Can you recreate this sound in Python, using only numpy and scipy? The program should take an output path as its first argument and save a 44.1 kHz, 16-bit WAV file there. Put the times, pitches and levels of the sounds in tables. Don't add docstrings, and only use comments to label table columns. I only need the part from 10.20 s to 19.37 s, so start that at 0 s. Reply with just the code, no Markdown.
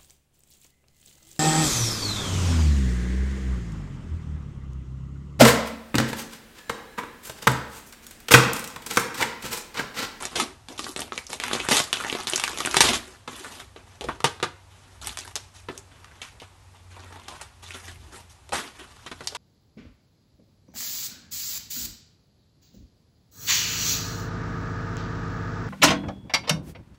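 import sys
import numpy as np
from scipy import signal
from scipy.fft import rfft, irfft
from scipy.io import wavfile
from scipy.ndimage import uniform_filter1d

SR = 44100
rng = np.random.default_rng(int(sys.argv[2]) if len(sys.argv) > 2 else 0)


def digitize_waveform(pressure):
    field = np.atleast_2d(pressure).T
    bounded = np.clip(field, -1, 1)
    quanta = np.round(bounded * 32767).astype(np.int16)
    wavfile.write(sys.argv[1], SR, quanta)


N = 404382
TAPS = 2048
HZ = np.fft.rfftfreq(TAPS, 1 / SR)
TIME = np.arange(N) / SR


def gain_of(db):
    return 10 ** (np.asarray(db) / 20)


def evened(x):
    return x / np.sqrt(np.mean(x ** 2) + 1e-20)


def read(points, hz):
    f, value = np.transpose(points)
    return np.interp(np.log(hz + 1), np.log(f + 1), value)


def add(mix, s, sound):
    part = mix[max(0, round(s * SR)):][:len(sound)]
    part += sound[:len(part)]


def coloured(spectrum):
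    hz = np.fft.rfftfreq(N, 1 / SR)
    white = rfft(rng.standard_normal(N))
    return evened(irfft(white * gain_of(read(spectrum, hz)), N))


def wander(beats_per_s):
    beats = np.arange(0, N / SR, 1 / beats_per_s)
    return np.interp(TIME, beats, rng.standard_normal(len(beats)))


def slips(length, per_s, spread_db):
    sizes = gain_of(spread_db * np.minimum(rng.exponential(1, length), 4))
    return sizes * (rng.random(length) < per_s / SR)


def causal(gain):
    log_gain = np.log(np.maximum(gain, gain.max() / 10 ** 4))
    circle = np.concatenate([log_gain, log_gain[-2:0:-1]])
    return np.fft.ifft(np.exp(np.conj(signal.hilbert(circle)))).real


def burst(envelope, size=40):
    z = rfft(envelope * rng.standard_normal(len(envelope)), 2 * len(envelope))
    z /= np.sqrt(uniform_filter1d(abs(z) ** 2, len(z) // size) + 1e-20)
    force = irfft(z)[:len(envelope)]
    return force / np.linalg.norm(force) * np.sqrt(SR / 100)


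def pull(length, per_s=3500, spread_db=1.9, rub=1.0, sag=0.92, rise_s=0.00053, release_s=0.0095):
    t = TIME[:round((length + 5 * release_s) * SR)]
    clicks = evened(slips(len(t), per_s, spread_db))
    fibres = evened((clicks + rub) * rng.standard_normal(len(t)))
    easing = sag * (.5 - np.minimum(t / length, 1))
    release = np.maximum(t - length, 0) / release_s
    return fibres * np.exp(easing - release) * (1 - np.exp(-t / rise_s))


# (frequency [Hz], relative density [dB])
THUMP_SPECTRUM = [(25, -51.5), (60, -17), (120, -10), (240, -0.5), (450, -3), (700, -3.5), (1300, -9),
                  (4000, -8.5), (12000, -69.5)]
# (frequency [Hz], relative density [dB])
CRACK_SPECTRUM = [(100, -52.5), (400, -19.5), (900, 0), (1600, -3), (3500, 0), (6000, -4), (9000, -7),
                  (12000, -14.5)]


def sheet(drive, hz, flap_db, thump_db, crack_db, q=2.4):
    flap = (1 + (q * (HZ / hz - hz / (HZ + 1))) ** 2) ** (-3 / 4)
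    thump = gain_of(read(THUMP_SPECTRUM, HZ))
    crack = gain_of(read(CRACK_SPECTRUM, HZ))
    parts = [(flap, flap_db), (thump, thump_db), (crack, crack_db)]
    power = sum((gain_of(db) * evened(shape)) ** 2 for shape, db in parts)
    return signal.fftconvolve(drive, causal(np.sqrt(power)))


# (frequency [Hz], relative density [dB])
AIR_SPECTRUM = [(20, -18), (40, -5.5), (62, 3.5), (110, 0), (180, -13), (400, -22), (850, -13),
                (1600, -20.5), (4000, -24.5), (8000, -27.5), (12000, -33)]
AIR_DB = -54.5
# (time [s], level [dB])
DRONE_LEVELS = [(0, -64.5), (3, -64.5), (4.4, -55.5), (5.4, -54), (6.05, -63), (6.9, -48), (7.15, -63.5),
                (7.5, -49), (7.9, -57), (9.17, -68)]
DRONE_HZ, SINK_START_S, SINK_HZ_PER_S = 94.6, 5.8, 4


def background(waver=.25):
    hz = DRONE_HZ - SINK_HZ_PER_S * np.maximum(TIME - SINK_START_S, 0)
    tone = np.sqrt(2) * np.sin(2 * np.pi * np.cumsum(hz) / SR)
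    swell = 1 + waver * wander(12)
    drone = gain_of(np.interp(TIME, *np.transpose(DRONE_LEVELS))) * swell * tone
    return drone + gain_of(AIR_DB) * coloured(AIR_SPECTRUM)


# (frequency [Hz], width [Hz], added level [dB])
CORNER_MODES = [(139, 25, -2.5), (246.4, 19, 1.5), (371, 27, 0.5), (449, 13, -8), (645, 55, -17.5)]


def corner(x):
    out = x.copy()
    for hz, width_hz, db in CORNER_MODES:
        out += gain_of(db) * signal.lfilter(*signal.iirpeak(hz, hz / width_hz, fs=SR), x)
    return out


# (frequency [Hz], t60 [s])
KITCHEN_T60 = [(100, 0.36), (400, 0.38), (1200, .42), (4000, 0.37), (8000, 0.35), (12000, 0.37)]
# (delay [s], gain re direct sound)
ECHO_TAPS = [(.0011, 0.086), (.0027, 0.29), (.0043, -0.12), (.0069, 0.084), (0.0133, -0.25)]


def response(early_db=-8, early_s=.012, tail_db=-13):
    t = TIME[:SR * 2 // 3]
    hz, frame_s, z = signal.stft(rng.standard_normal(len(t)), SR, nperseg=256)
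    fade = gain_of(-60 * frame_s / read(KITCHEN_T60, hz)[:, None])
    tail = signal.istft(z * fade, SR, nperseg=256)[1][:len(t)]
    tail *= np.minimum(t / 0.014, 1)
    early = rng.standard_normal(len(t)) * np.exp(-t / early_s) * np.minimum(t / 0.0056, 1)
    taps = gain_of(tail_db) * tail / np.linalg.norm(tail)
    taps += gain_of(early_db) * early / np.linalg.norm(early)
    for s, gain in [(0.00076, 1)] + ECHO_TAPS:
        add(taps, s * rng.uniform(.75, 1.4), np.array([gain]))
    return taps / np.linalg.norm(taps)


def kitchen(x, count=9, spots_per_s=25):
    spot = TIME * spots_per_s
    out = np.zeros(N)
    for k in range(count):
        share = np.maximum(1 - abs((spot - k) % count - 1), 0)
        out += signal.oaconvolve(x * share, response())[:N]
    return out


# (time [s], length [s], level [dB], body [dB re level],
# crispness [dB re level], share of creasing rather than sliding [0-1])
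HAND_GRIPS = [(0, 0.041, -36, -5, -2, .55), (.11, .04, -44.5, 3, -3.5, 0.46),
              (.16, 0.07, -37.5, 4, -5, 0.55), (.485, 0.045, -48, 3, -0.5, .55),
              (.585, 0.1, -46, 3.5, 4, .6), (.765, 0.052, -41, 2, -1.5, .6), (.925, 0.065, -48.5, 1, 3, .6),
              (1.089, 0.038, -42.5, 1, 3, .6), (1.206, 0.25, -35.5, -7.5, -5.5, 0.36),
              (1.485, 0.12, -37.5, -6, 10, 0.63), (1.63, 0.14, -48.5, -4, -4, .6),
              (1.735, 0.29, -38, -5.5, -3.5, .65), (1.981, 0.098, -60, 8, -5, .65),
              (2.075, .2, -37.5, -7.5, -1, .7), (2.29, 0.085, -41, -0.5, -1, 0.72),
              (2.37, 0.19, -39, -4, -1, .65), (2.52, 0.24, -35.5, -3, -2.5, .7),
              (2.8, 0.15, -52.5, -1.5, -1, .6), (3.075, 0.32, -47.5, -2, 1, .35),
              (3.555, .03, -51, -1, -10.5, .3), (3.66, 0.092, -56.5, -4.5, -6, .3),
              (3.81, 0.14, -50.5, 4, -9, .2), (4.25, 0.057, -56, -1, -19, .1), (4.5, 0.26, -59, -6, -4, .1),
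              (4.815, 0.089, -43.5, -8, 0, .9), (4.97, 0.12, -52, -7, 0, .85),
              (5.15, 0.079, -54, -6, -3, 0.32), (5.335, .055, -55, -9, 2, .55),
              (5.49, 0.091, -56, 4.5, -3, .45), (5.7, 0.35, -57, -4.5, -9, 0.39),
              (6.015, .04, -46, -13, -3, 0.26), (6.11, 0.055, -64.5, 13, -8, .3),
              (6.2, .04, -51.5, -6, -7.5, .5), (6.54, 0.0073, -53, -3, -9, .5),
              (6.7, 0.065, -54, -5.5, -4.5, 0.46), (6.78, 0.29, -52, -5, -8.5, .55),
              (7.08, 0.17, -50, -12, -6, .5), (7.42, 0.17, -48.5, -13, -0.5, 0.38),
              (7.62, 0.084, -49.5, -5.5, 0, .5), (7.8, 0.18, -57.5, 0, -4, .3),
              (7.92, 0.049, -47.5, -2, 1.5, .4), (8.09, 0.015, -63.5, -17, 17.5, .3),
              (8.33, 0.13, -42.5, -5.5, -3, .3), (8.53, 0.077, -52.5, -7, -4, .3),
              (8.585, 0.041, -44, -4.5, -7.5, 0.25), (8.68, 0.38, -57, -8, -2, .45),
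              (9.03, 0.1, -54, 0, -1, .6)]
GRIP_RISE_S, GRIP_RELEASE_DB_PER_S = 0.0074, 234.5
# (level [dB], body [dB], crispness [dB], creasing weight; blended shares are clipped to 0-1)
RESTING = (-69, 2, -2.5, -0.4)


def handling():
    t = TIME[::64]
    power, character = [gain_of(RESTING[0]) ** 2 + 0 * t], [RESTING[1:]]
    for s, length, db, *feel in HAND_GRIPS:
        rise = np.clip((t - s) / GRIP_RISE_S, 0, 1)
        release_db = GRIP_RELEASE_DB_PER_S * np.maximum(t - s - length, 0)
        power.append((rise * gain_of(db - release_db)) ** 2)
        character.append(feel)
    total = np.sum(power, axis=0)
    body, crisp, share = np.transpose(character) @ np.array(power) / total
    controls = (10 * np.log10(total), body, crisp, np.clip(share, 0, 1))
    return [np.interp(TIME, t, c) for c in controls]


# (middle [s], e-fold time each side [s], level [dB])
ARM_SWINGS = [(0.795, 0.11, -52), (1.496, 0.12, -50), (2.68, 0.066, -35), (3.883, 0.043, -37),
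              (4.86, 0.096, -47.5), (7.8, 0.16, -48.5), (8.341, 0.026, -42)]
WAFT_DB = -22


def waft():
    swings = sum(gain_of(db) * np.exp(-abs(TIME - s) / fade_s) for s, fade_s, db in ARM_SWINGS)
    push = np.hypot(swings, gain_of(handling()[0] + WAFT_DB))
    return push * coloured([(20, -34), (55, 4.0), (110, -1.5), (220, -20.5), (1000, -39)])


# (time [s], wall resonance [Hz], wall, thump, crack [dB before level_db])
PACK_KNOCKS = [(3.076, 1055, -33, -33, -38.5), (3.13, 1250, -45, -41, -41), (3.561, 1540, -50, -41, -66),
               (3.815, 630, -31, -39, -39), (3.84, 450, -32.5, -45, -36), (3.886, 1070, -22, -29.5, -45),
               (4.0415, 1090, -15, -18.5, -13), (4.227, 1280, -18.5, -20.5, -21.5),
               (5.485, 1260, -28.5, -33, -59), (5.497, 285, -34.5, -45, -62),
               (6.016, 2470, -31.5, -48, -31.5), (6.199, 3070, -41, -64, -55),
               (6.217, 910, -39.5, -42, -44), (6.957, 1010, -42, -47, -60), (8.862, 1340, -33, -35.5, -36),
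               (8.914, 1340, -36.5, -34, -39), (9.006, 1350, -39, -36.5, -42),
               (9.122, 625, -39.5, -52, -56), (9.148, 990, -31.5, -52, -28)]
# (frequency [Hz], level [dB re thump column], t60 [s])
STOVE_MODES = [(103, -21, 0.16), (149, -19, 0.21), (351, -16, 0.12), (466, 0.5, 0.04)]
KNOCK_DECAY_S, KNOCK_HALVING_DB = 0.019, 40


def knocks(level_db=-1, ring_db=0, damp_hz=5500, damp_s=0.0074):
    t, out = TIME[:SR // 3], np.zeros(N)
    for s, hz, wall_db, thump_db, crack_db in PACK_KNOCKS:
        decay_s = KNOCK_DECAY_S * 2 ** (wall_db / KNOCK_HALVING_DB)
        force = burst(np.exp(-t / decay_s))
        clatter = sheet(force, hz, wall_db, thump_db, crack_db, q=1.68)[:len(t)]
        dull = signal.lfilter(*signal.butter(1, damp_hz, fs=SR), clatter)
        add(out, s, gain_of(level_db) * (dull + (clatter - dull) * np.exp(-t / damp_s)))
        ring = np.zeros(len(t))
        for f, db, t60 in STOVE_MODES:
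            ring += rng.choice([-1, 1]) * gain_of(db - 60 * t / t60) * np.sin(2 * np.pi * f * t)
        add(out, s, gain_of(thump_db + ring_db) * ring)
    return out


# (time [s], length [s], wall resonance [Hz], wall, crack [dB before level_db])
PACK_SCRAPES = [(3.244, 0.029, 1260, -37.5, -50), (3.397, 0.023, 1310, -44, -41.5),
                (6.764, 0.028, 906, -47.5, -58.5), (6.923, .045, 950, -50, -55),
                (7.079, 0.085, 910, -44, -47), (7.211, 0.012, 727, -46, -32),
                (7.428, 0.017, 880, -51, -47.5), (7.542, .018, 1370, -37.5, -42),
                (7.679, 0.026, 1640, -43, -45), (8.32, 0.02, 710, -25, -37.5),
                (8.329, 0.036, 1500, -28.5, -26.5), (8.367, .04, 1280, -31.5, -31.5)]
SCRAPE_THUMP_DB = -5


def scrapes(level_db=-1):
    out = np.zeros(N)
    for s, length, hz, wall_db, crack_db in PACK_SCRAPES:
        add(out, s, sheet(pull(length), hz, wall_db, wall_db + SCRAPE_THUMP_DB, crack_db))
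    return gain_of(level_db) * out


# (frequency [Hz], relative level [dB])
FACET_LEVELS = [(170, -17), (260, -8.5), (400, -11.5), (700, -9), (1200, -5.5), (2000, -7.5), (3300, -5),
                (5500, -4.5), (8000, -6), (11000, -7.5)]


def facet_db(hz, level_db, body_db, crisp_db):
    large = np.clip(np.log2(1150 / hz), 0, 1)
    small = np.clip(np.log2(hz / 2500), 0, 1)
    return level_db + large * body_db + small * crisp_db + read(FACET_LEVELS, hz)


def rustle(wander_db=2.5, count=14, per_s=600, spread_db=4.6):
    *controls, share = handling()
    creasing = evened(slips(N, per_s, spread_db))
    force = np.sqrt(share * creasing ** 2 + 1 - share)
    out = np.zeros(N)
    for hz in np.geomspace(190, 10800, count):
        edges_hz = [hz / 2 ** (1 / 4), hz * 2 ** (1 / 4)]
        band = signal.butter(2, edges_hz, "band", fs=SR, output="sos")
        ring = evened(signal.sosfilt(band, force * rng.standard_normal(N)))
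        bending_db = wander_db * wander(40)
        out += ring * gain_of(facet_db(hz, *controls) + bending_db)
    return out


def crinkles(level_db=-6, cycles=4.8, count=32, per_s=7, spread_db=3.6):
    *controls, share = handling()
    t, out = TIME[:TAPS], np.zeros(N)
    for hz in np.geomspace(600, 9500, count):
        flip = np.exp(-t * hz / cycles) * np.sin(2 * np.pi * hz * t)
        flips = evened(signal.oaconvolve(slips(N, per_s, spread_db), flip)[:N])
        out += flips * gain_of(level_db + facet_db(hz, *controls))
    return out * share


# (time [s], flap resonance [Hz], flap, thump, crack [dB before level_db])
CREASE_SNAPS = [(.031, 1250, -37, -40, -37), (.0525, 6160, -27, -35.5, -27), (.158, 3330, -30.5, -37, -40),
                (0.1991, 1200, -23.5, -51, -24), (.485, 3550, -43, -40, -40),
                (0.5925, 1190, -31.5, -34.5, -28.5), (0.6425, 3930, -31.5, -39, -39),
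                (0.6656, 1250, -32.5, -38, -50), (0.7619, 3360, -33, -32.5, -32),
                (0.7924, 5100, -32, -52, -37), (.804, 8900, -31, -41, -43), (.818, 3520, -31, -34.5, -32),
                (.921, 1190, -30.5, -32.5, -55), (.977, 2100, -25, -34.5, -27),
                (1.0665, 5360, -35, -60, -53), (1.1015, 5000, -32.5, -38, -42),
                (1.1299, 650, -37, -47, -25.5), (1.1997, 2500, -30, -37.5, -31),
                (1.2365, 2020, -29, -48, -26.5), (1.312, 1320, -25.5, -31, -55),
                (1.3318, 2950, -40, -23.5, -22.5), (1.3514, 503, -32, -26, -46),
                (1.4004, 2620, -26, -31.5, -50), (1.4864, 1430, -27, -22, -21),
                (1.6003, 1450, -28, -23, -29), (1.7285, 3150, -15.5, -30, -19),
                (1.7699, 2950, -31, -35, -34), (1.8468, 1760, -29, -32.5, -42),
                (1.8977, 2760, -24, -34, -43), (1.9263, 2796, -33, -25.5, -33),
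                (1.9498, 400, -34, -27, -55), (2.0705, 4090, -27.5, -35, -26), (2.077, 3590, -32, -60, -31),
                (2.098, 8430, -26, -60, -29.5), (2.1338, 2950, -22.5, -23.5, -24),
                (2.1584, 6070, -19, -57, -47), (2.1774, 3800, -32.5, -45, -25.5),
                (2.1974, 1358, -36, -53.5, -24.5), (2.2373, 2580, -21.5, -36, -21),
                (2.2778, 1250, -27.5, -43, -29), (2.374, 690, -35, -50, -28), (2.3848, 6000, -31, -52, -41),
                (2.4033, 1170, -26, -32, -26), (2.4496, 2760, -22.5, -29, -44.5),
                (2.4592, 7890, -25, -53, -22.5), (2.4725, 1430, -26.5, -27.5, -55),
                (2.511, 5320, -28.5, -60, -31), (2.5424, 1274, -18.5, -29.5, -19.5),
                (2.5669, 3360, -26, -18.5, -9), (2.6054, 4370, -12, -15, -5.5),
                (3.8097, 2990, -37, -35, -36), (4.0033, 1180, -34.5, -40.5, -40),
                (4.2, 1295, -41, -39.5, -51.5), (4.8712, 9100, -28, -51, -29.5),
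                (4.972, 3170, -33.5, -52, -28), (4.9879, 5960, -30, -43, -35), (5.0763, 900, -44, -60, -41),
                (5.1549, 5860, -26, -44, -31.5), (5.162, 5050, -38.5, -36.5, -29),
                (5.5768, 6600, -34, -61, -42), (5.844, 1330, -43.5, -62, -48), (6.925, 1400, -44, -51, -52),
                (7.083, 740, -53, -55, -37), (7.506, 2420, -33.5, -54, -51), (8.291, 577, -46, -59, -41.5),
                (9.0716, 4770, -21.5, -58, -32.5)]


def snaps(level_db=-1, crack_s=0.00086, flutter=0.15, flutter_s=0.0052):
    t, out = TIME[:TAPS], np.zeros(N)
    envelope = np.exp(-t / crack_s) + flutter * np.exp(-t / flutter_s)
    for s, *colour in CREASE_SNAPS:
        add(out, s, sheet(burst(envelope), *colour))
    return gain_of(level_db) * out


# (time [s], length [s], crack [dB before level_db], thump [dB before level_db])
PAPER_RIPS = [(0.154, 0.067, -27, -32), (0.199, 0.029, -25, -37), (0.577, 0.013, -33.5, -53),
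              (1.328, 0.034, -28.5, -42), (1.509, 0.035, -17, -20.5), (1.541, 0.037, -24, -37),
              (1.567, 0.029, -16.5, -36), (2.562, 0.0072, -26.5, -37), (2.604, .022, -10.5, -30.5),
              (2.637, 0.044, -19, -26), (2.686, 0.023, -20, -21), (2.731, 0.027, -20, -33),
              (4.813, 0.013, -38, -55)]
RIP_FLAP_HZ, RIP_FLAP_DB = 1260, -13


def rips(level_db=-1):
    out = np.zeros(N)
    for s, length, crack_db, thump_db in PAPER_RIPS:
        add(out, s, sheet(pull(length), RIP_FLAP_HZ, crack_db + RIP_FLAP_DB, thump_db, crack_db))
    return gain_of(level_db) * out


def scene():
    parcel = rustle() + crinkles() + snaps() + rips() + scrapes() + knocks()
    return (kitchen(corner(parcel)) + waft() + background())[None]


def record(dry, ceiling=.88, edge_hz=12150):
    low_pass = signal.firwin(301, edge_hz, window=("kaiser", 8), fs=SR)
    return signal.oaconvolve(ceiling * np.tanh(dry / ceiling), low_pass[None], "same")


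dry = scene()
out = record(dry)
digitize_waveform(out)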